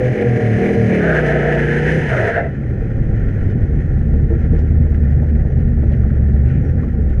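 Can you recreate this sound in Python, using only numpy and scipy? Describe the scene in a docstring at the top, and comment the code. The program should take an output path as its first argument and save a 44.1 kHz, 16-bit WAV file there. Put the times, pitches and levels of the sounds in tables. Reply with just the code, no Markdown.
"""V8 wheelspin, from the door

Close up, on the microphone of a camera mounted on the door, a V8 spins its tyres along a driveway.
Its firings puff through the exhaust as a note, a bark and a rasp. The engine surges, bogs down as
the rubber bites and squeals, then drops to a loping idle. The car rolls over bumpy grass, the body
thudding and rattling, with one small blip of throttle near the end."""
import sys
import numpy as np
from scipy import signal
from scipy.fft import rfft, irfft
from scipy.io import wavfile

SR = 44100
rng = np.random.default_rng(int(sys.argv[2]) if len(sys.argv) > 2 else 0)


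def pcm_store(signal):
    """Save signal as 16-bit PCM."""
    levels = np.round(np.clip(np.atleast_2d(signal), -1, 1) * 32767)
    wavfile.write(sys.argv[1], SR, levels.astype(np.int16).T)


N = 317520
TIME = np.arange(N) / SR

# The engine's four states: idling, coasting, lugging, flat out. Each row: speed in four-stroke cycles
# per second, waver of the orders in dB, share of the gas noise that repeats every cycle.
ENGINE_STATES = [(9.5, 2.2, .3), (16, 3.2, .2), (30, .6, .65), (38, 1.0, .65)]


def engine_speed(hop_start=1.214, hop_end=1.45, hop_hz=7, hop_depth=.033):
    """Four-stroke cycles per second, wobbling while the driven wheels hop as they bite."""
    # Each row: time in seconds, cycles per second.
    speed_curve = [(0, 41.7), (.2, 42.2), (.36, 39.8), (.55, 36.9), (.71, 40.2), (.81, 38), (.92, 37.5),
                   (.99, 35.8), (1.12, 32), (1.2, 30.2), (1.51, 29.5), (1.68, 29.4), (1.8, 29.6),
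                   (1.97, 31.9), (2.04, 29.8), (2.26, 21.2), (2.45, 17.4), (2.8, 14.7), (2.97, 13.5),
                   (3.3, 12.54), (3.75, 10.8), (4.05, 8.7), (4.35, 9.5), (4.74, 10), (4.9, 9.3),
                   (5.35, 9.15), (5.8, 9.34), (6.05, 8.7), (6.45, 8.85), (6.56, 11.3), (6.8, 10),
                   (6.94, 9.3), (7.2, 7.8)]
    speed, = in_time(speed_curve)
    hopping = held(hop_start, hop_end, 1 / hop_hz)
    return speed * (1 + hop_depth * hopping * np.cos(2 * np.pi * hop_hz * (TIME - hop_start)))


def exhaust(speed, crank):
    """Note, bark and tailpipe over the chugging throb of uneven combustion; misfires cut them all."""
    # The note sinks when the throttle shuts, gives way to the throb and firms up at idle.
    # Each row: time in seconds, note in dB, throb in dB.
    balance = [(0, -24, -24.5), (.45, -18.5, -28.5), (1.0, -15.5, -27.5), (1.15, -16, -39),
               (2.02, -17.5, -23), (2.38, -28, -25.5), (2.55, -22, -25), (2.88, -22.5, -23),
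               (3.0, -21.5, -19), (3.75, -19, -18.5), (4.15, -19, -14), (4.4, -13.5, -18), (4.75, -12, -20),
               (5.6, -14.5, -18.5), (6.42, -10.5, -24), (6.58, -17, -16), (7.2, -14, -23.5)]
    # Each row: frequency in Hz, relative level in dB.
    throb_spectrum = [(30, -16), (45, -21.5), (65, 5.5), (90, -2.5), (120, 3), (150, -0.5), (175, -10.5),
                      (230, -8.5), (270, -19), (400, -39.5)]
    # Each row: time in seconds, loss in dB.
    misfires = [(.153, 4), (.4, 3.5), (.734, 2.5), (2.072, 2), (2.335, 1), (2.925, 1), (3.342, 2),
                (3.501, -0.5), (3.679, 6), (4.257, 1), (4.681, 4.5), (4.889, 7.5), (5.758, 3), (6.089, 3.5),
                (6.524, 1.5), (6.913, 5)]
    note_db, throb_db = in_time(balance)
    throb = from_db(throb_db) * colour(rng.standard_normal(N), throb_spectrum)
    bark = exhaust_bark(speed, crank)
    note = from_db(note_db) * exhaust_note(speed, crank)
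    pipe = pipe_honk() + pipe_singing(speed) + pipe_boom(crank) - pipe_drone(crank)
    loss_db = sum(db * held(s, s, 0.027) for s, db in misfires)
    return from_db(-loss_db) * (note + throb + bark + pipe)


def exhaust_note(speed, crank, phase_waver=0.3, waver_rate=6):
    """Uneven firing gives lines at multiples of the cycle rate: a thump at idle, a drone under load."""
    # The multiples of the cycle rate that sound.
    orders = (2, 3, 4, 5, 6, 7, 8, 9, 11, 12, 13, 14, 15, 16, 19, 21, 24, 25)
    # Each row, one per order: relative level in dB when idling, coasting, lugging, flat out.
    order_levels = [(-49.5, -40, -20.5, -31.5), (-34.5, -31.5, -40, -23), (-42, -25.5, -26.5, -24.5),
                    (-26.5, -29.5, -14.5, -24), (-23, -34.5, -24, -19), (-34.5, -34.5, -33, -43.5),
                    (-12.5, -18, -23, -28.5), (-30.5, -31.5, -50, -54), (-26, -37, -48, -54),
                    (-33.5, -37.5, -39, -31), (-22.5, -28.5, -39, -41), (-28, -35.5, -34, -57),
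                    (-31.5, -46, -20.5, -31), (-22.5, -37, -44, -44), (-43, -47.5, -45.5, -40),
                    (-28, -51.5, -38, -68.5), (-30, -56.5, -50, -67), (-29, -54.5, -34, -51)]
    waver_db = by_state(speed, [row[1] for row in ENGINE_STATES])
    load = by_state(speed, [0.25, 0.62, 0.94, 0.99])
    note, power = 0, 0
    for order, levels_db in zip(orders, order_levels):
        gain = from_db(by_state(speed, levels_db) + waver_db * drift(waver_rate))
        # At speed the pulses overlap in the pipe, which spreads the thump over the whole cycle.
        spread = load * np.angle(np.exp(1j * np.pi * order ** 2 / 7))
        wander = phase_waver * waver_db * drift(waver_rate)
        note -= gain * np.cos(2 * np.pi * order * crank + spread + wander)
        power += gain ** 2 / 2
    return note / np.sqrt(power)


def exhaust_bark(speed, crank, loaded_db=3.5, idle_db=4.5):
    """Gas puffs coloured by the pipe: brighter under load, ducking in booms and on a shut throttle."""
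    # Base level in dB when idling, coasting, lugging, flat out.
    state_db = (-33.5, -31.5, -25, -21.5)
    # Each row of both spectra: frequency in Hz, relative level in dB.
    loaded_spectrum = [(200, 2.5), (250, -1), (290, -2.5), (350, 3.5), (440, 5), (540, -2.5), (615, -8),
                       (680, -13), (735, -6.5), (800, -14), (1100, -38), (1600, -59)]
    idle_spectrum = [(150, -4.5), (230, 5.5), (280, 1), (350, 1), (460, -1), (560, -8), (690, -15),
                     (790, -13.5), (860, -24.5), (950, -37.5), (1200, -27), (1600, -52.5)]
    overrun = held(2.03, 2.466, attack=0.065, release=0.39)
    level_db = by_state(speed, state_db) - 5 * booming() - 4 * overrun
    load = by_state(speed, [0, 0, 1, 1])
    gas = puffs(speed, crank, decay=0.55, scatter_db=0.53)
    loaded = from_db(loaded_db) * colour(gas, loaded_spectrum)
    idle = from_db(idle_db) * colour(gas, idle_spectrum)
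    return from_db(level_db) * (load * loaded + (1 - load) * idle)


def puffs(speed, crank, decay, scatter_db, size=1200):
    """Gas leaves in one puff per firing; part of its turbulence repeats with every cycle."""
    # Strength in dB of each of the eight firings in a cycle.
    cylinder_db = [-1.54, -1.6, -2.3, -0.6, -0.9, -2, -2.5, -2]
    firings = crank * len(cylinder_db)
    number = firings.astype(int)
    strength_db = np.array(cylinder_db)[number % len(cylinder_db)]
    strength_db += scatter_db * rng.standard_normal(N)[number]
    share = by_state(speed, [row[2] for row in ENGINE_STATES])
    # One cycle's signature, equally strong at all orders and as dense as white noise at any speed.
    signature = rms_one(irfft(np.exp(2j * np.pi * rng.random(size // 2 + 1))))
    repeating = np.interp(crank * size, np.arange(size), signature, period=size)
    repeating *= np.sqrt(size * speed / SR)
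    gas = np.sqrt(share) * repeating + np.sqrt(1 - share) * rng.standard_normal(N)
    return from_db(strength_db) * np.exp(-decay * (firings % 1)) * gas


def pipe_honk(flutter_db=1.5):
    """Under load the tailpipe honks at a resonance."""
    # Each row: start and end in seconds, pitch in Hz, level in dB.
    honks = [(0, 0.036, 506, -15.5), (0.194, 0.273, 476.7, -16.5), (0.348, 0.43, 460.6, -22),
             (0.657, 0.795, 459.4, -19), (0.958, 0.98, 455.7, -25)]
    pitch_hz, = in_time([(s, hz) for start, end, hz, _ in honks for s in (start, end)])
    level = sum(from_db(db) * held(start, end, 0.059) for start, end, _, db in honks)
    flutter = from_db(flutter_db * drift(12))
    return level * flutter * np.cos(phase_of(pitch_hz) + 0.12 * drift(13))


def pipe_singing(speed, waver_db=2):
    """Higher resonances of the pipe sing at full throttle."""
    # Each row: pitch in Hz, level in dB.
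    resonances = [(610, -31.5), (728, -37), (976, -54.5)]
    singing = 0
    for hz, db in resonances:
        level = from_db(db + waver_db * drift(4.8))
        singing += level * np.cos(2 * np.pi * hz * TIME + 0.62 * drift(4.2))
    return by_state(speed, [0, 0, 0, 1]) * singing


def pipe_boom(crank, level_db=-11.5):
    """Flat out, the pipe flips into a deep boom on the third order and back."""
    return from_db(level_db) * booming() ** 2 * np.sin(2 * np.pi * 3 * crank)


def booming():
    """1 while the pipe booms, 0 while it barks."""
    # Each row: start and end in seconds.
    booms = [(.03, .125), (.265, .365), (.435, .57), (.775, .88)]
    return sum(held(start, end, .03) for start, end in booms)


def pipe_drone(crank):
    """Now and then one order meets a resonance of the pipe and drones."""
    # Each row: start and end in seconds, multiple of the cycle rate, level in dB.
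    drones = [(.58, 1.05, 5, -25.5), (1.19, 2.0, 16, -20.5), (1.605, 1.75, 8, -27),
              (1.932, 2.016, 5, -23.5), (2.135, 2.263, 5, -23.5), (2.182, 2.219, 15, -26),
              (2.392, 2.47, 12, -26.5), (6.469, 6.619, 13, -17.5)]
    return sum(from_db(db) * held(start, end, 0.05) * np.sin(2 * np.pi * order * crank)
               for start, end, order, db in drones)


def engine_rasp(speed, crank):
    """The upper band of the gas puffs, its colour following the engine's state."""
    # Each row of the three spectra: frequency in Hz, relative level in dB.
    idle_spectrum = [(560, -44.5), (950, -10.5), (1030, -20), (1240, -17), (1360, -1.5), (1610, -3.5),
                     (1820, 2), (2310, -12.5), (2460, -12), (2810, -23), (3040, -22.5), (3320, -24),
                     (4320, -53), (7300, -120)]
    lugging_spectrum = [(560, -10.5), (950, -13), (1140, -36.5), (1270, -17), (1420, -11), (1760, -1.5),
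                        (2410, -15.5), (3020, -22.5), (3320, -28), (4320, -49), (7300, -120)]
    flat_out_spectrum = [(560, -36), (950, -19), (1220, -16.5), (1350, -16.5), (1410, -6), (1520, -15),
                         (1620, -2), (1840, -2.5), (2240, -8.5), (2680, -18.5), (2990, -23), (3320, -27.5),
                         (4320, -44), (7300, -120)]
    gas = puffs(speed, crank, decay=0.2, scatter_db=0.5)
    idle = by_state(speed, [1, 1, 0, 0]) ** 2
    flat_out = by_state(speed, [0, 0, 0, 1])
    return (idle * colour(gas, idle_spectrum)
            + flat_out * colour(gas, flat_out_spectrum)
            + (1 - idle - flat_out) * colour(gas, lugging_spectrum))


def rasp_and_hiss(speed, crank, grip_s=2.23, flutter_db=1.2, grain_db=0.5, scrape_hiss_db=-25):
    """Engine rasp and the tread's grainy hiss; both surge as the tyres scrape grit, gravel or leaves."""
    # Base level in dB when idling, coasting, lugging, flat out.
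    rasp_db = (-45, -43.5, -25, -29)
    # The hiss builds in the wheelspin and drops with grip. Each row: time in seconds, base level in dB.
    hiss_curve = [(0, -56.5), (.52, -54.5), (.68, -52.5), (1.6, -54), (1.95, -48.5), (2.3, -62),
                  (2.49, -68), (7.2, -67.5)]
    # Each row: start and end in seconds, level in dB.
    scrapes = [(0.614, 0.704, -32.5), (0.922, 1.005, -30.5), (1.266, 1.303, -27), (1.867, 1.936, -26.5),
               (2.1, 2.3, -27.5), (3.14, 3.515, -45.5), (4.301, 4.576, -46), (5.921, 5.939, -50),
               (6.476, 6.568, -46.5)]
    scrape = sum(from_db(db) * held(start, end, .04) for start, end, db in scrapes)
    cold_db = 1.8 * np.maximum(grip_s - TIME, 0)  # the rasp grows as the rubber heats
    slowing_db = 0.43 * np.maximum(TIME - grip_s, 0)  # both sink as the car slows
    rasp_gain = np.hypot(from_db(by_state(speed, rasp_db) - cold_db), scrape)
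    hiss_gain = np.hypot(from_db(in_time(hiss_curve)[0]), from_db(scrape_hiss_db) * scrape)
    rasp = engine_rasp(speed, crank)
    # Each row: frequency in Hz, relative level in dB.
    hiss_spectrum = [(3000, -22), (3700, -7), (4090, -1), (4550, -8), (4950, -1.5), (5300, -7.5),
                     (5900, -2), (6500, -4), (7500, -15.5), (8700, -10.5), (10300, -15), (12500, -25.5),
                     (15000, -31.5)]
    hiss = colour(rng.standard_normal(N) * from_db(grain_db * drift(370)), hiss_spectrum)
    return from_db(flutter_db * drift(22) - slowing_db) * (rasp_gain * rasp + hiss_gain * hiss)


def tyre_squeal(jitter=0.02833, chatter_db=3, partials_db=(-4.5, -18, -16, -32), scrub_db=-3):
    """The tread sticks and slips at an unsteady rate: a hoarse squeal over a broad scrub."""
    # Each row: start and end in seconds, pitch at the midpoint in Hz, relative level in dB.
    squeals = [(1.039, 1.19, 621, -20.5), (1.237, 1.57, 657.3, -22), (2.125, 2.294, 651, -18.5),
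               (2.379, 2.388, 690, -14.5), (2.45, 2.455, 664, -24.5)]
    # Each row: frequency in Hz, relative level in dB.
    scrub_spectrum = [(300, -29), (420, 1), (470, 2.5), (540, -5), (650, 1), (720, -3), (820, -14.5)]
    pitch_hz, = in_time([((start + end) / 2, hz) for start, end, hz, _ in squeals])
    level = sum(from_db(db) * held(start, end, 0.045, release=0.057) for start, end, _, db in squeals)
    slip_phase = phase_of(pitch_hz * (1 + jitter * drift(75)))
    tone = sum(from_db(db + chatter_db * drift(67)) * np.sin(harmonic * slip_phase)
               for harmonic, db in enumerate(partials_db, 1))
    scrub = from_db(scrub_db) * colour(rng.standard_normal(N), scrub_spectrum)
    return level * (tone + scrub)


def screeches_and_creak():
    """Narrow-band screeches and groans of the spinning tyres; later one faint creak on the grass."""
    # Each row: start and end in seconds, centre in Hz, level in dB.
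    rubs = [(0.197, 0.215, 2110, -33), (0.66, 0.681, 2130, -33), (0.93, 0.977, 2200, -34.5),
            (1.027, 1.099, 1620, -24), (1.127, 1.184, 1593, -20.5), (1.27, 1.52, 1680, -27.5),
            (1.581, 1.773, 1670, -27), (1.877, 1.91, 1830, -24), (2.123, 2.19, 1527, -24),
            (2.249, 2.277, 1700, -24.5), (2.335, 2.381, 1670, -20.5), (2.411, 2.443, 1760, -33),
            (2.19, 2.25, 555, -25.5), (2.267, 2.306, 446.4, -22), (2.363, 2.403, 448, -28),
            (6.485, 6.591, 2400, -54)]
    out = 0
    for start, end, hz, db in rubs:
        band = band_around(hz, log_half_width=0.1, order=2)
        rub = rms_one(signal.sosfilt(band, rng.standard_normal(N)))
        out += from_db(db) * held(start, end, 0.045) * rub
    return out


def low_thuds(rise_cycles=0.44):
    """Quickly damped low swings: an exhaust pop as the throttle shuts, then the body over bumps."""
    # Each row: start in seconds, pitch in Hz, peak in dB.
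    thuds = [(2.007, 150, -8), (3.013, 119.8, -9), (3.465, 100, -8.5), (3.554, 136.9, -6.5),
             (3.631, 79.37, -4), (4.521, 160, -9.5), (4.585, 80.5, -6.5)]
    out = 0
    for start, hz, db in thuds:
        cycles = np.maximum(TIME - start, 0) * hz
        age = np.minimum(cycles / rise_cycles, 20)
        out += from_db(db) * age * np.exp(1 - age) * np.sin(2 * np.pi * cycles)
    return out


def door_shake():
    """The door rumbles under the microphone, slightly on the driveway and strongly on the grass."""
    # Each row: time in seconds, level in dB.
    shake_curve = [(0, -33.5), (1.0, -40), (2.3, -38), (3.05, -19), (6.2, -23.5), (6.65, -27.5),
                   (7.15, -21.5)]
    # Each row: frequency in Hz, relative level in dB.
    shake_spectrum = [(10, -13.5), (20, -0.5), (30, -5), (42, 6), (60, -17), (100, -34)]
    return from_db(in_time(shake_curve)[0]) * colour(rng.standard_normal(N), shake_spectrum)


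def door_knocks(level_db=-3.5, rattle_db=-25):
    """Bumps, softened by tyre and spring, ring and rattle the door panel."""
    # Each row: time in seconds, strength of the blow in dB.
    bumps = [(4.14, -18), (4.304, -12), (4.3195, -14.5), (4.529, -12), (4.585, -16), (4.866, -16),
             (4.927, -22.5), (5.224, -15.5), (5.451, -14.5), (5.831, -16), (5.914, -15.5), (6.331, -25),
             (6.824, -27)]
    # Each row: frequency in Hz, relative level in dB, seconds to die away by 60 dB.
    panel_modes = [(120, -11.5, 0.068), (198, -2.5, 0.036), (337, -10.5, 0.17), (460, -5.5, 0.075),
                   (586, -7, 0.037), (790, -19.5, 0.17)]
    blows = strikes(bumps) + from_db(rattle_db) * clatter(bumps, decay_s=0.02)
    softened = signal.sosfilt(signal.butter(2, 520, fs=SR, output="sos"), blows)
    out = 0
    for hz, db, t60 in panel_modes:
        radius, angle = from_db(-60 / (t60 * SR)), 2 * np.pi * hz / SR
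        ring = signal.lfilter([0, np.sin(angle)], [1, -2 * radius * np.cos(angle), radius ** 2], softened)
        out += from_db(db + level_db) * ring
    return out


def grit_ticks(level_db=-12):
    """Grit and twigs flick against the body, bright on the driveway and dull on the grass."""
    # Each row: time in seconds, relative level in dB, top of the band in Hz.
    flicks = [(0.2094, -39, 9000), (0.6594, -38, 10800), (0.9494, -40, 12000), (1.6494, -42, 11000),
              (3.495, -37, 4500), (4.4223, -44, 4985), (4.5864, -36, 6000), (4.945, -36, 3400),
              (5.603, -34, 2787), (5.9179, -29, 3297), (6.329, -39.5, 4004), (6.4834, -43, 5010),
              (7.095, -33, 3393)]
    out = 0
    for start, db, top_hz in flicks:
        band = signal.butter(2, [1500, top_hz], "band", fs=SR, output="sos")
        out += signal.sosfilt(band, clatter([(start, db)], decay_s=0.024))
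    return from_db(level_db) * out


def floor_clacks():
    """Sticks and stones knock under the floor: short bursts of contacts, each in a band of its own."""
    # Each row: time in seconds, centre in Hz, level before filtering in dB.
    hits = [(3.733, 1350, -25), (4.437, 1704, -26), (4.945, 1700, -22), (5.231, 760, -12),
            (5.353, 1706, -25), (5.77, 910, -23), (5.934, 1872, -23), (6.034, 1340, -22),
            (6.102, 1450, -21), (6.83, 1150, -21)]
    out = 0
    for start, hz, db in hits:
        band = band_around(hz, log_half_width=0.18, order=1)
        contacts = clatter([(start, db)], decay_s=0.0093)
        out += signal.sosfilt(band, signal.sosfilt(band, contacts))
    return out


def brake_squeaks(jitter=0.011):
    """A pad sings briefly and faintly on its disc."""
    # Each row: start and end in seconds, pitch in Hz, level in dB.
    squeaks = [(5.5, 5.53, 5850, -72), (6.65, 6.71, 5675, -66)]
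    return sum(from_db(db) * held(start, end, .025) * np.sin(phase_of(hz * (1 + jitter * drift(90))))
               for start, end, hz, db in squeaks)


def strikes(rows):
    """One click for each row of seconds and dB."""
    clicks = np.zeros(N)
    for start, db in rows:
        clicks[int(start * SR)] = from_db(db)
    return clicks + 1e-18


def clatter(rows, decay_s):
    """Each event starts a burst of tiny contacts that dies away."""
    envelope = signal.lfilter([1], [1, -np.exp(-1 / (decay_s * SR))], strikes(rows))
    return envelope * rng.standard_normal(N)


def by_state(speed, values):
    """Blend one value per engine state according to the speed."""
    return np.interp(speed, [row[0] for row in ENGINE_STATES], values)


def held(start, end, attack, release=None):
    """Rise before start, hold until end, then fall, as fast as the rise unless a release is given."""
    rise = 1 + (TIME - start) / attack
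    fall = 1 - (TIME - end) / (release or attack)
    return np.clip(np.minimum(rise, fall), 0, 1)


def in_time(rows):
    """Each column after the times, sample by sample."""
    times, *columns = np.transpose(rows)
    return [np.interp(TIME, times, column) for column in columns]


def drift(rate):
    """Smooth chance with spread 1 that changes about rate times a second."""
    step, run_in = 20, 2000
    pole = np.exp(-2 * np.pi * rate * step / SR)
    noise = rng.standard_normal(N // step + run_in + 2)
    slow = signal.lfilter([1], [1, -2 * pole, pole * pole], noise)[run_in:]
    return np.interp(np.arange(N) / step, np.arange(len(slow)), rms_one(slow))


def colour(x, spectrum):
    """Shape a sound by a spectrum that falls away beyond its ends; unit power."""
    hz, db = np.transpose(spectrum)
    bins_hz = np.maximum(np.fft.rfftfreq(N, 1 / SR), 1)
    gain = from_db(np.interp(np.log(bins_hz), np.log(hz), db))
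    skirts = np.minimum(bins_hz / hz[0], 1) ** 2 * np.minimum(hz[-1] / bins_hz, 1) ** 4
    return rms_one(irfft(rfft(x) * gain * skirts, N))


def band_around(hz, log_half_width, order):
    """A band-pass filter centred on hz."""
    return signal.butter(order, hz * np.exp([-log_half_width, log_half_width]), "band", fs=SR, output="sos")


def phase_of(hz):
    """Running phase of a changing pitch, in radians."""
    return 2 * np.pi * np.cumsum(hz) / SR


def from_db(db):
    """Decibels to gain."""
    return 10 ** (np.asarray(db) / 20)


def rms_one(x):
    """Scale to unit power."""
    return x / np.sqrt(np.mean(x ** 2) + 1e-20)


def scene():
    """At the door, in mono: the crank paces the engine; tyres, brake and body add their own sounds."""
    speed = engine_speed()
    crank = np.cumsum(speed) / SR + .875  # position in four-stroke cycles
    engine = exhaust(speed, crank) + rasp_and_hiss(speed, crank)
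    friction = tyre_squeal() + screeches_and_creak() + brake_squeaks()
    body = door_shake() + door_knocks() + grit_ticks() + floor_clacks()
    return (engine + friction + body + low_thuds())[None, :]


def record(dry):
    """The camera's case colours the treble, the highest peaks are rounded and the top is cut."""
    # Resonances and notches of the case. Each row: centre in Hz, width in Hz, gain in dB.
    case_bands = [(2970, 50, 6), (3620, 120, 3.5), (3860, 200, -9.5), (4080, 160, 2.5), (4580, 200, -6),
                  (6550, 200, 1.5)]
    ceiling, stop_hz = 1.05, 15700
    for hz, width_hz, db in case_bands:
        band = signal.lfilter(*signal.iirpeak(hz, hz / width_hz, fs=SR), dry)
        dry = dry + (from_db(db) - 1) * band
    rounded = dry / (1 + np.abs(dry / ceiling) ** 6) ** (1 / 6)
    return signal.sosfilt(signal.cheby2(12, 70, stop_hz, fs=SR, output="sos"), rounded)


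dry = scene()
out = record(dry)
pcm_store(out)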